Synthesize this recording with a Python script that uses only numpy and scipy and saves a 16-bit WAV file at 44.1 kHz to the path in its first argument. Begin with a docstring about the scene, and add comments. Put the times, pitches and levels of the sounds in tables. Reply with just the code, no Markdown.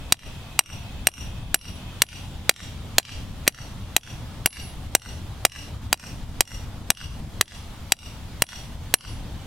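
"""An open lawn: a steel mallet drives a steel rod, two blows a second.
Each blow is a noise crack plus dying sines; the mallet rebounds as duller taps, its head sings on.
Filtered taps return the blow from far walls. Shaped noise makes distant traffic and grass insects;
a far bird whistles once. The input soft-clips, and gain control ducks what follows each blow."""
import sys
import numpy as np
from scipy import signal
from scipy.io import wavfile
from scipy.ndimage import uniform_filter1d, minimum_filter1d

SR = 44100
rng = np.random.default_rng(int(sys.argv[2]) if len(sys.argv) > 2 else 0)


def to_wav(s):
    """Save 16-bit WAV."""
    ch = np.atleast_2d(s).T  # columns
    pcm = np.round(np.clip(ch, -1, 1) * 32767)  # PCM
    wavfile.write(sys.argv[1], SR, pcm.astype(np.int16))


N = 417230


def gain_of(db):
    """Decibels to amplitude."""
    return 10 ** (np.asarray(db) / 20)


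def evened(x):
    """Scales to rms 1."""
    return x / np.sqrt(np.mean(x ** 2) + 1e-20)


def read(points, hz):
    """Interpolates a table on a log-frequency axis."""
    f, value = np.transpose(points)
    return np.interp(np.log(hz + 1), np.log(f + 1), value)


def add(mix, time_s, sound):
    """Mixes a sound in at time_s, cut at the end of the mix."""
    part = mix[..., round(time_s * SR):][..., :sound.shape[-1]]
    part += sound[..., :part.shape[-1]]


def ring(modes, t, spread_db=0., damping=1, wander=0.):
    """Sum of exponentially dying sines; random phase, level spread and relative pitch spread."""
    hz, db, t60_s = np.transpose(modes)[:, :, None]
    size = rng.standard_normal(hz.shape)
    shift = rng.standard_normal(hz.shape)
    start_cycles = rng.random(hz.shape)
    level_db = db + spread_db * size - 60 * t * damping / t60_s
    sines = np.sin(2 * np.pi * (hz * (1 + wander * shift) * t + start_cycles))
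    return (gain_of(level_db) * sines).sum(0)


# short modes of rod and sleeve, relative levels:
# (frequency [Hz], level to microphone [dB], level to walls [dB], t60 [s])
SHORT_MODES = [(1434, -3.5, -14, 0.014), (1860, 16.5, -32, 0.0048), (2454, 12, -30, 0.0078),
               (3258, 3.5, -14.5, 0.015), (3983, 7, -15, 0.014), (4772, 5, -13.5, 0.015),
               (6583, 5.5, -48, 0.01), (7590, 9, -12, 0.012), (9960, -4, -16, 0.034),
               (12280, 4.5, -40, 0.0061), (13720, 5, -32, 0.0045), (16500, -10, -44, 0.028)]
# lengthwise rod modes, near whole multiples: same columns
LONG_MODES = [(2836, 11, 14, 0.024), (5687, 7.5, 15, 0.031), (8530, 13.5, 19, 0.022),
              (11286, 11, 18.5, 0.021), (14560, 0, 17, 0.016)]
# off-centre hits feed the top modes and starve the middle ones:
# (group centre [Hz], level in a usual blow [dB], gain per dB of extra head ring [dB/dB])
MODE_GROUPS = [(2030, -17, -.1), (4000, -16, -0.5), (6930, -14.5, -0.43), (10200, -19, 0.79)]
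GROUP_HZ, USUAL_GROUPS_DB, GROUP_GAIN_DB_PER_DB = np.transpose(MODE_GROUPS)
TO_MICROPHONE, TO_WALLS = 1, 2  # level column


def steel(t, column, groups_db, long_db, damping=1):
    """Struck steel: short modes of rod and sleeve plus lengthwise rod modes, in one direction."""
    short, long = (np.array(m, float)[:, [0, column, -1]] for m in (SHORT_MODES, LONG_MODES))
    short[:, 1] += read(list(zip(GROUP_HZ, groups_db)), short[:, 0])
    long[:, 1] += long_db
    short_ring = ring(short, t, spread_db=1.47, damping=damping, wander=0.015)
    return short_ring + ring(long, t, spread_db=0.83, damping=damping)


# sleeve thunk, relative level: (frequency [Hz], level [dB], t60 [s])
THUNK_MODES = [(343, 1, 0.015), (738, 12, 0.01), (1102, 6, 0.0082)]
CRACK_DB, CRACK_FAR_DB, CRACK_SIDE_DB = -5, -3.5, -11  # relative; side is added to CRACK_DB
CRACK_S = 0.0036  # 1/e time of the Gaussian fade
NEARBY_DB, NEARBY_T60_S = -19.5, 0.084  # scatter by ground and body
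GRIP_S, GRIP_DB_PER_S = 0.013, 1503  # head settles on the rod and chokes the ring
RISE_S = 0.000082


def blow(strength_db, thunk_db, groups_db, long_db, echo_db):
    """Steel on steel: broad contact crack excites the modes; returns microphone and wall sound."""
    t = np.arange(SR // 10) / SR
    crack, side = np.exp(-(t / CRACK_S) ** 2) * rng.standard_normal((2, len(t)))
    crack = uniform_filter1d(crack, size=2)  # weak top octave
    choke = gain_of(-GRIP_DB_PER_S * np.maximum(t - GRIP_S, 0))

    rod = choke * steel(t, TO_MICROPHONE, groups_db, long_db)
    stereo_crack = gain_of(CRACK_DB + CRACK_SIDE_DB) * np.outer([1, -1], np.gradient(side))
    near = gain_of(CRACK_DB) * crack + rod + stereo_crack
    near = gain_of(strength_db) * near + gain_of(thunk_db) * ring(THUNK_MODES, t)
    near *= 1 - np.exp(-t / RISE_S)

    nearby = gain_of(-60 * t / NEARBY_T60_S) * rng.standard_normal((2, len(t)))
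    nearby *= gain_of(NEARBY_DB) / np.linalg.norm(nearby[0])
    near = near + signal.fftconvolve(near, nearby, axes=1)[:, :len(t)]

    far_rod = choke * steel(t, TO_WALLS, np.zeros(len(MODE_GROUPS)), long_db)
    far = gain_of(CRACK_FAR_DB) * crack + far_rod
    return near, gain_of(echo_db) * far


HEAD_HZ, HEAD_BEAT_HZ, HEAD_T60_S = 11010, 5.5, 0.56  # beat = spacing of the pair


def head(level_db):
    """Mallet head: a close pair of dying tones, swelling and fading as they beat."""
    t = np.arange(SR // 2) / SR
    start_rad = .8 + .15 * rng.standard_normal()
    beat = np.sin(np.pi * HEAD_BEAT_HZ * t + start_rad)
    return gain_of(level_db - 60 * t / HEAD_T60_S) * beat * np.sin(2 * np.pi * HEAD_HZ * t)


TOUCH_TILT_DB_PER_OCT, TOUCH_DULLING = -4.5, 0.49  # at strength 0; dB/octave per dB of strength
TOUCH_SHORT_DB, TOUCH_LONG_DB, TOUCH_THUNK_DB = -23, -34, -16.5  # relative
TOUCH_CRACK_DB, TOUCH_CRACK_S = -28, .003  # relative; 1/e time
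TOUCH_DAMPING, TOUCH_RISE_S = 0.84, 0.0018  # decay-rate factor on the steel modes


def touch(strength_db):
    """Light tap on the same steel: soft rise, grit; softer taps tilt the short modes duller."""
    t = np.arange(SR // 20) / SR
    tilt_db_per_oct = TOUCH_TILT_DB_PER_OCT + TOUCH_DULLING * strength_db
    groups_db = TOUCH_SHORT_DB + tilt_db_per_oct * np.log2(GROUP_HZ / 4000)
    rod = steel(t, TO_MICROPHONE, groups_db, TOUCH_LONG_DB, damping=TOUCH_DAMPING)
    grit = uniform_filter1d(rng.standard_normal(len(t)), size=5) * np.exp(-(t / TOUCH_CRACK_S) ** 2)
    thunk = gain_of(TOUCH_THUNK_DB) * ring(THUNK_MODES, t)
    tap = rod + thunk + gain_of(TOUCH_CRACK_DB) * grit
    return gain_of(strength_db) * tap * (1 - np.exp(-t / TOUCH_RISE_S))


# single walls: (delay [s], level below 2 kHz [dB], level above [dB])
WALL_ECHOES = [(.0455, -34, -23.5), (0.068, -14, -17.5), (0.0996, -19, -27), (0.109, -13, -28),
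               (0.138, -43, -35.5)]
# colour of all echoes: (frequency [Hz], level [dB])
ECHO_COLOUR = [(500, -20), (1300, -4.5), (3000, 0.5), (6000, -3), (9000, -13.5), (12000, -18.5),
               (16000, -21)]
# envelope of many small echoes, relative: (delay [s], level [dB])
SCATTER_ENVELOPE = [(.03, -22), (.075, 8), (0.109, 3), (.17, -4.5), (.24, -12), (.42, -75)]
SCATTER_DB, SCATTER_SAME = -15, 0.36  # total; power share common to left and right


def echoes(x):
    """Far walls: single reflections plus sparse random-sign taps, thin in bass and top."""
    size = SR // 2
    at = np.arange(0, size - 20, 20) + rng.integers(0, 20, (3, (size - 1) // 20))
    taps = np.zeros((3, size))
    np.put_along_axis(taps, at, rng.choice([-1., 1.], at.shape), 1)
    taps = np.sqrt(SCATTER_SAME) * taps[0] + np.sqrt(1 - SCATTER_SAME) * taps[1:]
    taps *= gain_of(np.interp(np.arange(size) / SR, *np.transpose(SCATTER_ENVELOPE)))
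    taps *= gain_of(SCATTER_DB) / np.linalg.norm(taps[0])

    low = signal.firwin(63, 2000, fs=SR)
    high = signal.unit_impulse(len(low), "mid") - low
    for delay_s, low_db, high_db in WALL_ECHOES:
        wall = gain_of(low_db) * low + gain_of(high_db) * high
        add(taps, delay_s, wall[None])

    hz = np.linspace(0, SR / 2, 257)
    colour = signal.firwin2(127, hz, gain_of(read(ECHO_COLOUR, hz)), fs=SR)
    coloured = signal.oaconvolve(x, colour, "same")
    return signal.fftconvolve(coloured[None], taps, axes=1)[:, :N]


# traffic spectrum, relative: (frequency [Hz], level per Hz [dB])
TRAFFIC_SPECTRUM = [(12, -31), (20, -15.5), (68, 5), (113, -6.5), (158, -9.5), (248, -14), (377, -25),
                    (802, -23.5), (1710, -31.5), (2600, -32), (2990, -32), (3340, -31), (5850, -37.5),
                    (12100, -43.5), (16000, -49)]
# (frequency [Hz], left-right correlation [-1..1])
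TRAFFIC_SAME = [(60, 0.92), (180, 0.98), (550, 0.77), (1650, 0.68), (4970, 0.17), (15000, 0.11)]
# (frequency [Hz], left over right [dB])
TRAFFIC_BALANCE = [(60, 1.0), (380, 0.11), (2380, 0.0), (15000, 0.0)]
# bass swell, relative: (time [s], level [dB])
TRAFFIC_RUMBLE = [(0.0, 1), (0.75, 0), (0.95, 1.5), (1.75, -1), (3.27, 1), (4.3, -0.2), (7.2, 1.9),
                  (7.6, -1), (8.25, -2.5), (9.46, 0.7)]
TRAFFIC_DB = -35  # overall rms
PATCH_DB, SWELL_DB, SWELL_EDGE_HZ = 1.3, 1.3, 600  # rms, rms in the bass, 1/e frequency of the swell


def traffic():
    """Distant traffic: random short-time spectra with drifting patches and a slow bass swell."""
    frames, hz = N // 256 + 5, np.fft.rfftfreq(1024, 1 / SR)
    a, b, c, d, patches = rng.standard_normal((frames, 513, 5)).T
    patches = evened(uniform_filter1d(uniform_filter1d(patches, 8, 0), 10, 1))

    t = np.arange(frames) * 256 / SR
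    swell_hz = np.geomspace(.3, 8, 20)
    swell = evened(sum(np.sin(2 * np.pi * (f * t + rng.random())) / np.sqrt(f) for f in swell_hz))
    rumble_db = np.interp(t - 512 / SR, *np.transpose(TRAFFIC_RUMBLE))
    bass_db = (SWELL_DB * swell + rumble_db) * np.exp(-hz / SWELL_EDGE_HZ)[:, None]

    same = read(TRAFFIC_SAME, hz)[:, None]
    left = a + 1j * b
    right = same * left + np.sqrt(1 - same ** 2) * (c + 1j * d)
    spectra = np.array([left, right])
    half_balance = np.array([.5, -.5])[:, None, None]
    spectra *= gain_of(half_balance * read(TRAFFIC_BALANCE, hz)[:, None])
    spectra *= gain_of(read(TRAFFIC_SPECTRUM, hz)[:, None] + PATCH_DB * patches + bass_db)
    noise = signal.istft(spectra, nperseg=1024, noverlap=768)[1][:, :N]
    return gain_of(TRAFFIC_DB) * evened(noise)


# (time [s], lower band level [dB], upper band level [dB])
INSECT_LEVELS = [(0, -55, -55), (1.8, -55, -51), (3, -82, -56.5), (5, -86.5, -61), (7, -119, -64.5),
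                 (9.46, -74, -58)]
# (centre [Hz], width [Hz])
INSECT_BANDS = [(2560, 110), (3300, 790)]


def insects():
    """Grass insects: band-passed noise in two fuzzy bands with drifting levels."""
    time_s, *levels_db = np.transpose(INSECT_LEVELS)
    t, out = np.arange(N) / SR, np.zeros((2, N))
    for (hz, width_hz), db in zip(INSECT_BANDS, levels_db):
        edges_hz = [hz - width_hz / 2, hz + width_hz / 2]
        band = signal.butter(2, edges_hz, "band", fs=SR, output="sos")
        noise = evened(signal.sosfilt(band, rng.standard_normal((2, N))))
        out += gain_of(np.interp(t, time_s, db)) * noise
    return out


# far bird: (time [s], length [s], start [Hz], end [Hz], level [dB])
BIRD_CHIRP = (9.38, .035, 3050, 2950, -52)


def bird():
    """Far bird: one short, slightly falling sine whistle."""
    time_s, length_s, start_hz, end_hz, db = BIRD_CHIRP
    hz = np.linspace(start_hz, end_hz, round(length_s * SR))
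    whistle = np.hanning(len(hz)) * np.sin(2 * np.pi * np.cumsum(hz) / SR)
    return time_s, gain_of(db) * whistle[None]


# (time [s], strength [dB], sleeve thunk [dB], head ring [dB], long modes [dB], echo [dB])
BLOWS = [(0.1232, 5.5, -27, -54, -21, -4), (0.5914, 2, -16, -47, -15.5, -5),
         (1.0703, 2.5, -11.5, -39, -14, -4), (1.5437, 6, -17.5, -33, -19.5, -2),
         (2.0195, 7, -27, -36.5, -22.5, 0.5), (2.4937, 7.5, -22.5, -46, -27.5, 3),
         (2.983, 9.5, -11, -47, -27.5, 4.5), (3.4775, 7.5, -14.5, -42, -24, 0.5),
         (3.9647, 5, -14, -42, -24, -0.5), (4.4595, 4.5, -13.5, -24.5, -21, 2.5),
         (4.9505, 7.5, -12, -38.5, -23, 1.5), (5.451, 8, -9, -41, -24, 5), (5.9284, 5, -10, -51, -23, 3.5),
         (6.407, 5.5, -10.5, -48, -23, 2.5), (6.9033, 2.5, -16.5, -40, -20.5, 1),
         (7.4109, 6.5, -23.5, -40, -28, 1), (7.921, 3, -19.5, -45, -20.5, -3.5),
         (8.421, 2.5, -29.5, -35, -22, 3), (8.9399, 6, -33, -32, -25, -0.5)]
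# mallet bounces, and one graze just before a blow: (time [s], strength [dB])
TOUCHES = [(0.142, -8), (0.608, -4), (1.086, 2.5), (1.557, -2), (2.036, -3), (2.51, 1), (2.997, 2),
           (3.468, -13), (3.492, -5), (3.979, -4), (4.472, 3), (4.964, -7), (5.464, 0.5), (5.941, 3.5),
           (6.419, -5), (6.916, -1), (7.425, -7), (7.936, -9), (8.438, -3), (8.954, -14)]
USUAL_HEAD_DB = -40


def scene():
    """Blows and touches, their far echoes and the background."""
    near, far = np.zeros((2, N)), np.zeros(N)
    for time_s, strength_db, thunk_db, head_db, long_db, echo_db in BLOWS:
        groups_db = USUAL_GROUPS_DB + GROUP_GAIN_DB_PER_DB * (head_db - USUAL_HEAD_DB)
        to_microphone, to_walls = blow(strength_db, thunk_db, groups_db, long_db, echo_db)
        add(near, time_s, to_microphone)
        add(near, time_s, head(head_db)[None])
        add(far, time_s, to_walls)
    for time_s, strength_db in TOUCHES:
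        add(near, time_s, touch(strength_db)[None])
    add(near, *bird())
    return near + echoes(far) + traffic() + insects()


HOLD_S, RECOVERY_DB_PER_S, SMOOTH_S = 0.037, 230., .0035
START_DB, DEEPEST_DB, EDGE_HZ = -27, 16, 16300  # threshold, most reduction, low-pass edge


def record(dry):
    """Input soft-clips; gain falls within milliseconds, holds, recovers; low-pass."""
    clipped = 0.83 * np.tanh(dry / 0.81)
    power = uniform_filter1d((clipped ** 2).mean(0), size=64)
    power_db = 10 * np.log10(abs(power) + 1e-12)
    half = round(HOLD_S * SR / 2)
    held_db = -minimum_filter1d(-power_db, size=2 * half + 1, origin=half)  # trailing maximum
    fall_db = np.arange(N) * RECOVERY_DB_PER_S / SR
    level_db = np.maximum.accumulate(held_db + fall_db) - fall_db
    over_db = np.clip(level_db - START_DB, 0, DEEPEST_DB)
    r = np.exp(-1 / (SMOOTH_S * SR))  # two poles: gain starts to fall late, then fast
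    reduction_db = signal.lfilter([(1 - r) ** 2], [1, -2 * r, r * r], over_db)
    ducked = clipped / gain_of(reduction_db)
    low_pass = signal.firwin(301, EDGE_HZ, window=("kaiser", 12), fs=SR)
    return signal.oaconvolve(ducked, low_pass[None], "same")


dry = scene()
out = record(dry)
to_wav(out)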